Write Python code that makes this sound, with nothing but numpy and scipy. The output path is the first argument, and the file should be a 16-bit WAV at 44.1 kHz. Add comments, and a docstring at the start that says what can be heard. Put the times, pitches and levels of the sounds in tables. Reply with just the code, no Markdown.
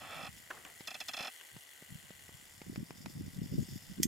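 """A small motor whirs and ticks: a compact camera zooms out, heard through its own microphones.
Shaft, commutator and gears ring the casing; the focus stepper chatters in short runs that ring
the lens carriage. The shell clacks; the barrel knocks, squeaks and at last snaps against its stop.
A breeze lulls, then rises, its eddies thumping on the microphone ports."""
import sys
import numpy as np
from scipy.fft import rfft, irfft, next_fast_len
from scipy.io import wavfile
from scipy.ndimage import uniform_filter1d, map_coordinates

SR = 44100
rng = np.random.default_rng(int(sys.argv[2]) if len(sys.argv) > 2 else 0)


def put_to_file(sound):
    """Save the sound as 16-bit audio at rate SR, in the file named by the first command-line argument."""
    columns = np.atleast_2d(sound).T  # one column per channel
    safe = np.clip(columns, -1, 1)
    whole_steps = np.round(safe * 32767)
    wavfile.write(sys.argv[1], SR, whole_steps.astype(np.int16))


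N = 179575


def amp(db):
    """Decibels to gain."""
    return 10 ** (np.asarray(db) / 20)


def unit(x):
    """Scale to rms 1."""
    return x / np.sqrt(np.mean(x ** 2) + 1e-20)


def clock():
    """Time of every sample [s]."""
    return np.arange(N) / SR


def curve(rows):
    """(time [s], value) rows interpolated to every sample."""
    return np.interp(clock(), *np.transpose(rows))


def wobble(rate_hz):
    """Smooth random curve with knots at rate_hz."""
    knots = rng.standard_normal(int(N * rate_hz / SR) + 4)
    return map_coordinates(knots, [np.arange(N) * rate_hz / SR])


def filtered(x, response):
    """Apply a complex frequency response."""
    size = 2 * next_fast_len(N // 2 + SR // 10)
    return irfft(rfft(x, size) * response(np.fft.rfftfreq(size, 1 / SR)), size)[..., :N]


def colour(points):
    """Minimum-phase, unit-power response through (frequency [Hz], level [dB]) points."""
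    def response(hz):
        point_hz, db = np.transpose(points)
        cepstrum = irfft(np.log(amp(np.interp(np.log(hz + 1), np.log(point_hz), db))))
        causal = 2 * cepstrum[:len(hz) - 1] * np.r_[.5, np.ones(len(hz) - 2)]
        h = np.exp(rfft(causal, len(cepstrum)))
        return h / np.sqrt(np.mean(abs(h) ** 2))
    return response


def body(modes):
    """Causal, unit-power response of (frequency [Hz], width [Hz], level [dB]) resonances."""
    def response(hz):
        h = sum((-1) ** k * amp(db) * 1j * hz * width / (centre ** 2 - hz ** 2 + 1j * hz * width)
                for k, (centre, width, db) in enumerate(modes))
        return h / np.sqrt(np.mean(abs(h) ** 2))
    return response


def noise(side_db):
    """Stereo white noise; side_db is side relative to mid."""
    mid, side = rng.standard_normal((2, N))
    return np.array([mid + amp(side_db) * side, mid - amp(side_db) * side])


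def pan(left_db):
    """Stereo gains; left_db is left relative to right."""
    return amp([[left_db / 2], [-left_db / 2]])


def add(track, s, sound):
    """Mix a sound into a track at time s."""
    start = max(round(s * SR), 0)
    span = track[..., start:start + sound.shape[-1]]
    span += sound[..., :span.shape[-1]]


def rubs(turns, fade_turns, scatter_db):
    """Envelope of rms 1: a jump of random height once a turn, then decay."""
    index = turns.astype(int)
    strength = amp(scatter_db * rng.standard_normal(index.max() + 1))
    return unit(np.exp(-(turns % 1) / fade_turns) * strength[index])


def ticks(turns, scatter_db):
    """One impulse a turn, rms 1 overall."""
    return unit(np.diff(np.floor(turns), prepend=0) * amp(scatter_db * rng.standard_normal(N)))


def rattle(envelope, smooth_samples=200):
    """Two independent bursts of tiny steps, alternately whitened and shaped to the envelope."""
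    n = len(envelope)
    burst = rng.standard_normal((2, n))
    for _ in range(7):
        white = irfft(np.exp(1j * np.angle(rfft(burst, 4 * n))))[:, :n]
        burst = envelope * white / np.sqrt(abs(uniform_filter1d(white ** 2, smooth_samples)))
    return burst


def zoom_motor():
    """Two commutator ticks and one shaft tap a turn; a gear at 2/3 speed drags the barrel along."""
    tick_rate = [(0, 167), (0.7, 158.7), (1.35, 162), (1.75, 139), (2.06, 148), (2.28, 134), (2.5, 146),
                 (2.8, 133), (3.1, 147), (4.07, 130)]  # commutator (time [s], rate [Hz])
    load = [(0, -1), (0.6, -1.5), (1.1, 5.5), (1.4, 6), (1.6, 2.5), (2.0, 5), (3.1, 0), (3.7, 6.5)]  # on the motor (time [s], relative level [dB])
    barrel_rub = [(0, -66), (1.3, -68), (1.6, -71), (2.2, -71), (2.5, -66), (2.95, -62), (3.45, -63.5),
                  (3.66, -58), (4.07, -62.5)]  # (time [s], level [dB])
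    # resonances (frequency [Hz], width [Hz], level [dB])
    shaft_modes = [(1964, 150, 11), (7340, 120, 1), (9410, 130, -2), (10900, 370, -21), (14500, 570, -11)]
    commutator_modes = [(1540, 54, -2.5), (2845, 187, -1.5), (3160, 320, -2.5), (3430, 215, -3),
                        (4245, 420, -9), (4410, 290, -9)]
    barrel_modes = [(3577, 120, -6.5), (4670, 260, -6), (5270, 560, -4), (7000, 95, -2.5),
                    (7180, 140, -6.5), (8370, 112, -14.5), (12200, 650, -12.5)]
    casing_modes = [(3120, 1200, -9.5), (4390, 550, -2), (5720, 210, -0.5), (6550, 360, 2),
                    (7130, 520, 1.5), (7800, 700, 2), (9530, 360, 4), (10300, 300, 0.5), (10750, 450, -0.5),
                    (11600, 430, -2), (12600, 580, 0), (14500, 460, -1.5), (15800, 700, -14)]

    def gain(base_db, db_per_s, load_share):
        """The drive fades as the lens draws in and swells under load."""
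        return amp(base_db + db_per_s * clock() + load_share * curve(load))

    turns = np.cumsum(curve(tick_rate)) / SR / 2
    gear_turns = turns * 2 / 3
    gear_rub = rubs(gear_turns, fade_turns=.35, scatter_db=1.5)
    shaft_rub = rubs(turns, fade_turns=.25, scatter_db=1)
    brush_rub = rubs(2 * turns, fade_turns=.4, scatter_db=1)
    taps = ticks(turns + .01 * np.abs(wobble(60)), scatter_db=1.2)
    taps += .35 * ticks(gear_turns, scatter_db=1)
    shaft = filtered(noise(-3) * (.3 + .4 * shaft_rub + .3 * gear_rub) + .85 * taps, body(shaft_modes))
    brush_force = noise(.39) * brush_rub + .59 * ticks(2 * turns, scatter_db=-3)
    brush = filtered(brush_force, body(commutator_modes))
    slide = filtered(noise(-6) * (1 + .38 * gear_rub) * amp(2.5 * wobble(45)), body(barrel_modes))
    hiss_pulse = 1 + .023 * brush_rub + .33 * shaft_rub + .43 * gear_rub
    gear_hiss = filtered(noise(-11.5) * hiss_pulse * amp(.89 * wobble(23)), body(casing_modes))
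    return (gain(-60.5, db_per_s=-2.32, load_share=.54) * unit(shaft) * pan(3)
            + gain(-65, db_per_s=-2.3, load_share=.99) * unit(brush) * pan(10.4)
            + amp(curve(barrel_rub)) * unit(slide) * pan(.21)
            + gain(-59.5, db_per_s=-1.37, load_share=.46) * unit(gear_hiss) * pan(.2))


def shaft_song(hz=7270, width_hz=65):
    """The turning shaft rubs one narrow resonance of its bearing."""
    note_level = [(0, -67), (1.7, -78), (1.88, -72), (2.3, -68.5), (2.65, -69.5), (2.85, -82), (4.07, -73)]  # (time [s], level [dB])
    return amp(curve(note_level)) * unit(filtered(noise(-7), body([(hz, width_hz, 0)])))


def stepper_runs(hunt_count=18, start_db=-48.5, swell_db_per_s=28, scatter_db=.6, bright_db=-14.5):
    """The stepper hunts in an uneven, swelling train of runs, then moves in single runs."""
    hunt_gaps = [(0, .0081), (.02, .0103), (.048, .0105), (.059, .0133), (.072, .0133), (.096, .009),
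                 (.114, .0086), (.16, .011)]  # (time [s], gap to next run [s])
    single_runs = [(0.1851, -42, -20), (.2025, -39, -14), (0.2239, -39, -10.5), (.2437, -38.5, -11.5),
                   (.2625, -40, -11.5), (0.8718, -38.5, -1.5), (0.9037, -40.5, -5.5), (0.9415, -39.5, -4.5),
                   (1.002, -37, -3), (1.0823, -36.5, -2.5), (1.1333, -36, -5), (1.1658, -36.5, -6),
                   (1.1864, -35, -8.5), (1.2045, -37, -6), (1.2241, -36.5, -7), (1.2458, -35.5, -8.5),
                   (1.2692, -36, -8)]  # (time [s], level [dB], brightness [dB])
    s, hunt = 0, []
    for scatter in rng.standard_normal(hunt_count):
        hunt.append((s, start_db + swell_db_per_s * s - scatter_db * scatter, bright_db))
        s += np.interp(s, *np.transpose(hunt_gaps))
    return [*hunt, *single_runs]


def focus_stepper(run_s=.0125, fade_db=3.5, shake_s=.025, corner_hz=2100, lag_s=.005, lag_hz=800):
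    """Each run repeats the same steps: teeth snap, the heavy carriage rings, its low notes last."""
    # resonances (frequency [Hz], width [Hz], level [dB])
    carriage_modes = [(257, 53, -17), (620, 45, -12.5), (757, 75, -9), (1120, 30, -17.5), (1253, 50, -11),
                      (1560, 250, -18), (1735, 25, -9.5), (1880, 81, -12), (2368, 51, -8), (2447, 27, -3.5),
                      (2630, 36, 1.5), (3120, 180, -15), (3345, 55, -2), (3535, 100, -4.5),
                      (4112, 36, -3.5), (4270, 160, -10.5), (4915, 46, -8), (5110, 66, -6), (5292, 42, -2),
                      (5600, 150, -14.5)]
    pinion_modes = [(6440, 160, 1), (6930, 42, 0), (7400, 730, -5.5), (8240, 1250, -13.5),
                    (8700, 138, -7.5), (9830, 80, 1), (9943, 1200, -12), (12669, 1250, -13.5),
                    (14606, 205, -10)]
    guide_modes = [(290, 90, -12.0), (580, 98, -2), (797, 61, 2), (1096, 170, -3.5), (1310, 82, 3),
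                   (1700, 360, -9.5), (2340, 90, -4), (2700, 70, -7), (3370, 180, -4.5), (5300, 680, -27)]
    push, edge, snap, shake = np.zeros((4, 2, N))
    n = int(run_s * SR)
    mid, side = rattle(unit(amp(-fade_db * np.linspace(0, 1, n))))
    steps = np.array([mid + .21 * side, mid - .21 * side])
    scuff, jostle = noise(-12), noise(-8)
    for s, db, bright_db in stepper_runs():
        looseness = amp(-bright_db / 2)  # dull runs vary more and shake the carriage in its guides
        start = round(s * SR)
        run = unit(steps + .25 * looseness * scuff[:, start:start + n])
        add(push, s, amp(db) * run)
        add(edge, s, amp(db + bright_db) * run)
        add(snap, s, amp(db + 1.6 * bright_db - 8) * run)
        add(shake, s, amp(db - 17) * looseness * np.hanning(round(shake_s * SR)) ** .5)
    # push below the corner, edge above
    drive = edge + filtered(push - edge, lambda hz: 1 / (1 + (hz / corner_hz) ** 4))
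    dispersion = lambda hz: np.exp(2j * np.pi * lag_s * lag_hz * np.expm1(-hz / lag_hz))
    carriage = filtered(drive, lambda hz: body(carriage_modes)(hz) * dispersion(hz))
    teeth = filtered(snap, body(pinion_modes))
    guides = filtered(shake * jostle, body(guide_modes))
    return (carriage + teeth + guides) * pan(-1.7)


def wind_level(gust_steepness=3.4):
    """Breeze plus flat-topped gusts, per sample [dB]."""
    breeze = [(0, -60.5), (0.65, -76), (1.15, -72.5), (1.38, -97), (1.78, -81), (1.9, -72), (2.45, -65),
              (2.9, -61), (3.35, -54.5), (3.8, -60), (4.07, -55)]  # (time [s], level [dB])
    gusts = [(0.29, 0.21, -57), (1.552, 0.063, -61), (1.943, 0.1, -59.5), (2.31, 0.13, -65.5),
             (2.714, 0.14, -48.5), (2.803, 0.049, -49), (3.074, 0.072, -48), (3.204, 0.12, -43),
             (3.413, 0.13, -43.5), (3.577, 0.16, -38), (3.72, 0.079, -45), (3.905, 0.069, -49),
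             (4.029, 0.12, -41)]  # (centre [s], length [s], level [dB])
    gust_gain = sum(amp(db) * np.exp(-abs(2 * (clock() - s) / length_s) ** gust_steepness)
                    for s, length_s, db in gusts)
    return 20 * np.log10(np.hypot(amp(curve(breeze)), gust_gain))


def wind(eddies_per_s=35, eddy_hz=202, half_width_cycles=.61, port_phase_rad=.8):
    """Lumpy buffeting and eddies of about two swings strike the ports, over steady air noise."""
    # spectra (frequency [Hz], level [dB])
    buffet_spectrum = [(25, -45), (50, -34), (90, -2), (180, 1), (260, -8), (340, -16), (420, -20.5),
                       (560, -24.5), (750, -47), (1500, -63)]
    air_spectrum = [(25, -25), (100, -27), (250, -6), (450, -2.5), (700, -0.5), (1300, -5), (2500, -4.5),
                    (4000, -30.5)]
    rumble_spectrum = [(20, -9.5), (45, -3.5), (90, 6), (160, -3), (400, -54)]
    hard_eddies = [(.292, -42, 139), (1.926, -41.5, 147), (1.957, -38, 147), (2.35, -47, 122),
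                   (2.699, -33, 246), (2.780, -28.5, 204.4), (2.793, -35.5, 162), (2.815, -41, 171),
                   (2.831, -32, 212), (3.008, -43, 190), (3.069, -35, 213.6), (3.177, -36, 184.8),
                   (3.201, -35, 188), (3.211, -30.5, 224), (3.282, -35.5, 199.5), (3.39, -32.5, 186),
                   (3.419, -29.5, 167.6), (3.461, -35, 201), (3.544, -29, 200), (3.567, -39, 241.2),
                   (3.584, -25.5, 256), (3.608, -38, 162), (3.76, -35, 214), (3.901, -39.5, 163.6),
                   (3.988, -38, 250), (4.002, -22.5, 256.6), (4.009, -28.5, 198), (4.056, -21.5, 226)]  # (time [s], relative level [dB], frequency [Hz])
    wind_db = wind_level()
    lumps = amp(4.9 * wobble(60) + 5.7 * np.array([wobble(45), wobble(45)]))
    buffet = filtered(amp(wind_db - 1) * unit(lumps * noise(-.67)), colour(buffet_spectrum))
    # the largest eddies cover both ports and grow more slowly with the gusts
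    rumble_db = -70 + .68 * (wind_db + 66.5)
    rumble = filtered(amp(rumble_db) * unit(noise(-17)), colour(rumble_spectrum))
    air = amp(-66) * unit(filtered(noise(0), colour(air_spectrum)))
    lesser_eddies = [(i / SR, wind_db[i] + 6, eddy_hz * rng.lognormal(0, .25))
                     for i in rng.integers(N, size=int(eddies_per_s * N / SR))]
    t = np.arange(-SR // 50, SR // 50) / SR
    for s, db, hz in [*hard_eddies, *lesser_eddies]:
        # one port leads, the other trails
        phase = rng.uniform(0, 2 * np.pi) + port_phase_rad * rng.choice([-1, 1]) * np.array([[1], [-1]])
        envelope = amp(db + .5) * np.exp(-(t * hz / half_width_cycles) ** 2)
        add(buffet, s + t[0], envelope * np.cos(2 * np.pi * hz * t + phase))
    return buffet + rumble + air


def clacks(hum_t60_s=.38):
    """Short scraping contacts in a hollow plastic shell, which hums on darkly."""
    # (time [s], level [dB], length [s], relative treble [dB], relative hum [dB])
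    contacts = [(0.5028, -38.5, 0.011, 2, -11.5), (0.566, -56, 0.014, 1, -11),
                (0.649, -50.5, 0.0051, 18, -4.5), (1.41, -55.5, 0.0031, 23, -12)]
    shell_modes = [(536, 540, -17), (765, 150, -13), (1050, 130, -1.5), (1150, 250, -6), (1482, 126, -1),
                   (1720, 100, 0), (1797, 105, -2.5)]  # (frequency [Hz], width [Hz], level [dB])
    rim_modes = [(2640, 1000, -1.5), (3330, 720, -4), (6200, 520, -10)]
    hum_spectrum = [(120, -10), (280, -2.5), (700, 1), (1600, -3.5), (3000, -10), (6000, -28)]
    force, edge, tail = np.zeros((3, N))
    t = np.arange(SR // 4) / SR
    for s, db, length_s, treble_db, hum_db in contacts:
        contact = amp(db) * np.exp(-(t / length_s) ** 4)
        add(force, s, rattle(contact[:int(1.5 * length_s * SR)])[0])
        add(edge, s, contact * amp(treble_db - 14.5))
        add(tail, s, amp(db + hum_db - 60 * t / hum_t60_s))
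    rim = filtered(edge * noise(-14), body(rim_modes))
    hum = filtered(tail * noise(-6.5), colour(hum_spectrum))
    return filtered(force, body(shell_modes)) + rim + hum


def knocks(rattle_t60_s=.025):
    """Play in the barrel: a dull thud and a dry click with a brief rattle."""
    blows = [(0.807, -24, -28), (1.207, -24.5, -23), (1.565, -25.5, -36.5), (1.824, -27, -43),
             (2.106, -25.5, -34.5), (2.292, -28, -47), (2.617, -22.5, -30), (2.759, -22, -25),
             (2.762, -35, -33.5), (2.907, -20, -29), (3.06, -29, -22.5)]  # (time [s], thud level [dB], click level [dB])
    # spectra (frequency [Hz], level [dB])
    thud_spectrum = [(40, -24), (150, 1), (350, -3.5), (600, -8), (1200, -13.5), (3000, -84.5)]
    click_spectrum = [(300, -7), (800, 3), (1300, -5.5), (1800, -2.5), (2500, -2.5), (3100, -13.5),
                      (5200, -8.5), (8000, -23.5), (15000, -38)]
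    thuds, clicks = np.zeros(N), np.zeros((2, N))
    t = np.arange(SR // 20) / SR
    impulse = (t == 0) * 1.
    for s, thud_db, click_db in blows:
        chatter = .14 * rng.standard_normal((2, len(t))) * amp(-60 * t / rattle_t60_s)
        add(thuds, s, amp(thud_db) * impulse)
        add(clicks, s, amp(click_db) * (impulse + chatter))
    return filtered(thuds, colour(thud_spectrum)) + filtered(clicks, colour(click_spectrum))


def squeaks(width_hz=450):
    """Faint, narrow whistles of the barrel, plastic sliding on plastic."""
    slips = [(1.614, 0.015, 10700, -59), (1.632, .008, 12310, -58.5), (3.6, 0.062, 6850, -57.5),
             (3.647, 0.039, 8440, -61), (3.719, 0.06, 6500, -61.5), (3.748, 0.051, 14500, -64.5),
             (3.743, .05, 11500, -62.5)]  # (time [s], length [s], frequency [Hz], relative level [dB])
    track = np.zeros(N)
    for s, length_s, hz, db in slips:
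        n = int(length_s * SR)
        drift_rad = np.cumsum(rng.standard_normal(n)) * np.sqrt(2 * np.pi * width_hz / SR)
        phase = 2 * np.pi * hz * np.arange(n) / SR + drift_rad
        add(track, s, amp(db + 2.5) * np.hanning(n) * np.sin(phase))
    return track


def end_stop(highpass_hz=1400):
    """The barrel snaps home and chatters for a moment."""
    impacts = [(4.027, -40, 0.018), (4.0316, -19.5, 0.0081), (4.035, -27, 0.034), (4.04, -35, 0.062)]  # (time [s], relative level [dB], t60 [s])
    latch_modes = [(1953, 79, -8.5), (2420, 100, -13), (3190, 84, -9.0), (3500, 56, -10),
                   (4480, 574, -14.5), (5100, 207, -6.5), (5600, 159, -3), (6200, 170, -2.5),
                   (6636, 200, -1), (7260, 368, -7), (8230, 450, -8.5), (9500, 190, -10),
                   (10300, 574, -13.5), (12000, 140, -5.5), (13500, 210, -8.5), (14165, 449, -19),
                   (15094, 323, -18.5)]  # (frequency [Hz], width [Hz], level [dB])
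    force = np.zeros((2, N))
    for s, db, t60_s in impacts:
        t = np.arange(int(t60_s / 2 * SR)) / SR
        mid, side = rattle(amp(db - 60 * t / t60_s))
        add(force, s, np.array([mid + .23 * side, mid - .18 * side]))
    ring = filtered(force, body(latch_modes))
    return amp(.5) * filtered(ring, lambda hz: 1j * hz / (highpass_hz + 1j * hz)) * pan(-3)


def scene():
    """All sources reach the microphones directly, with no room."""
    drives = zoom_motor() + shaft_song() + focus_stepper()
    return drives + knocks() + clacks() + end_stop() + squeaks() + wind()


def record(dry, top_hz=15850):
    """The camera keeps nothing above its band limit."""
    return filtered(dry, lambda hz: hz < top_hz)


dry = scene()
out = record(dry)
put_to_file(out)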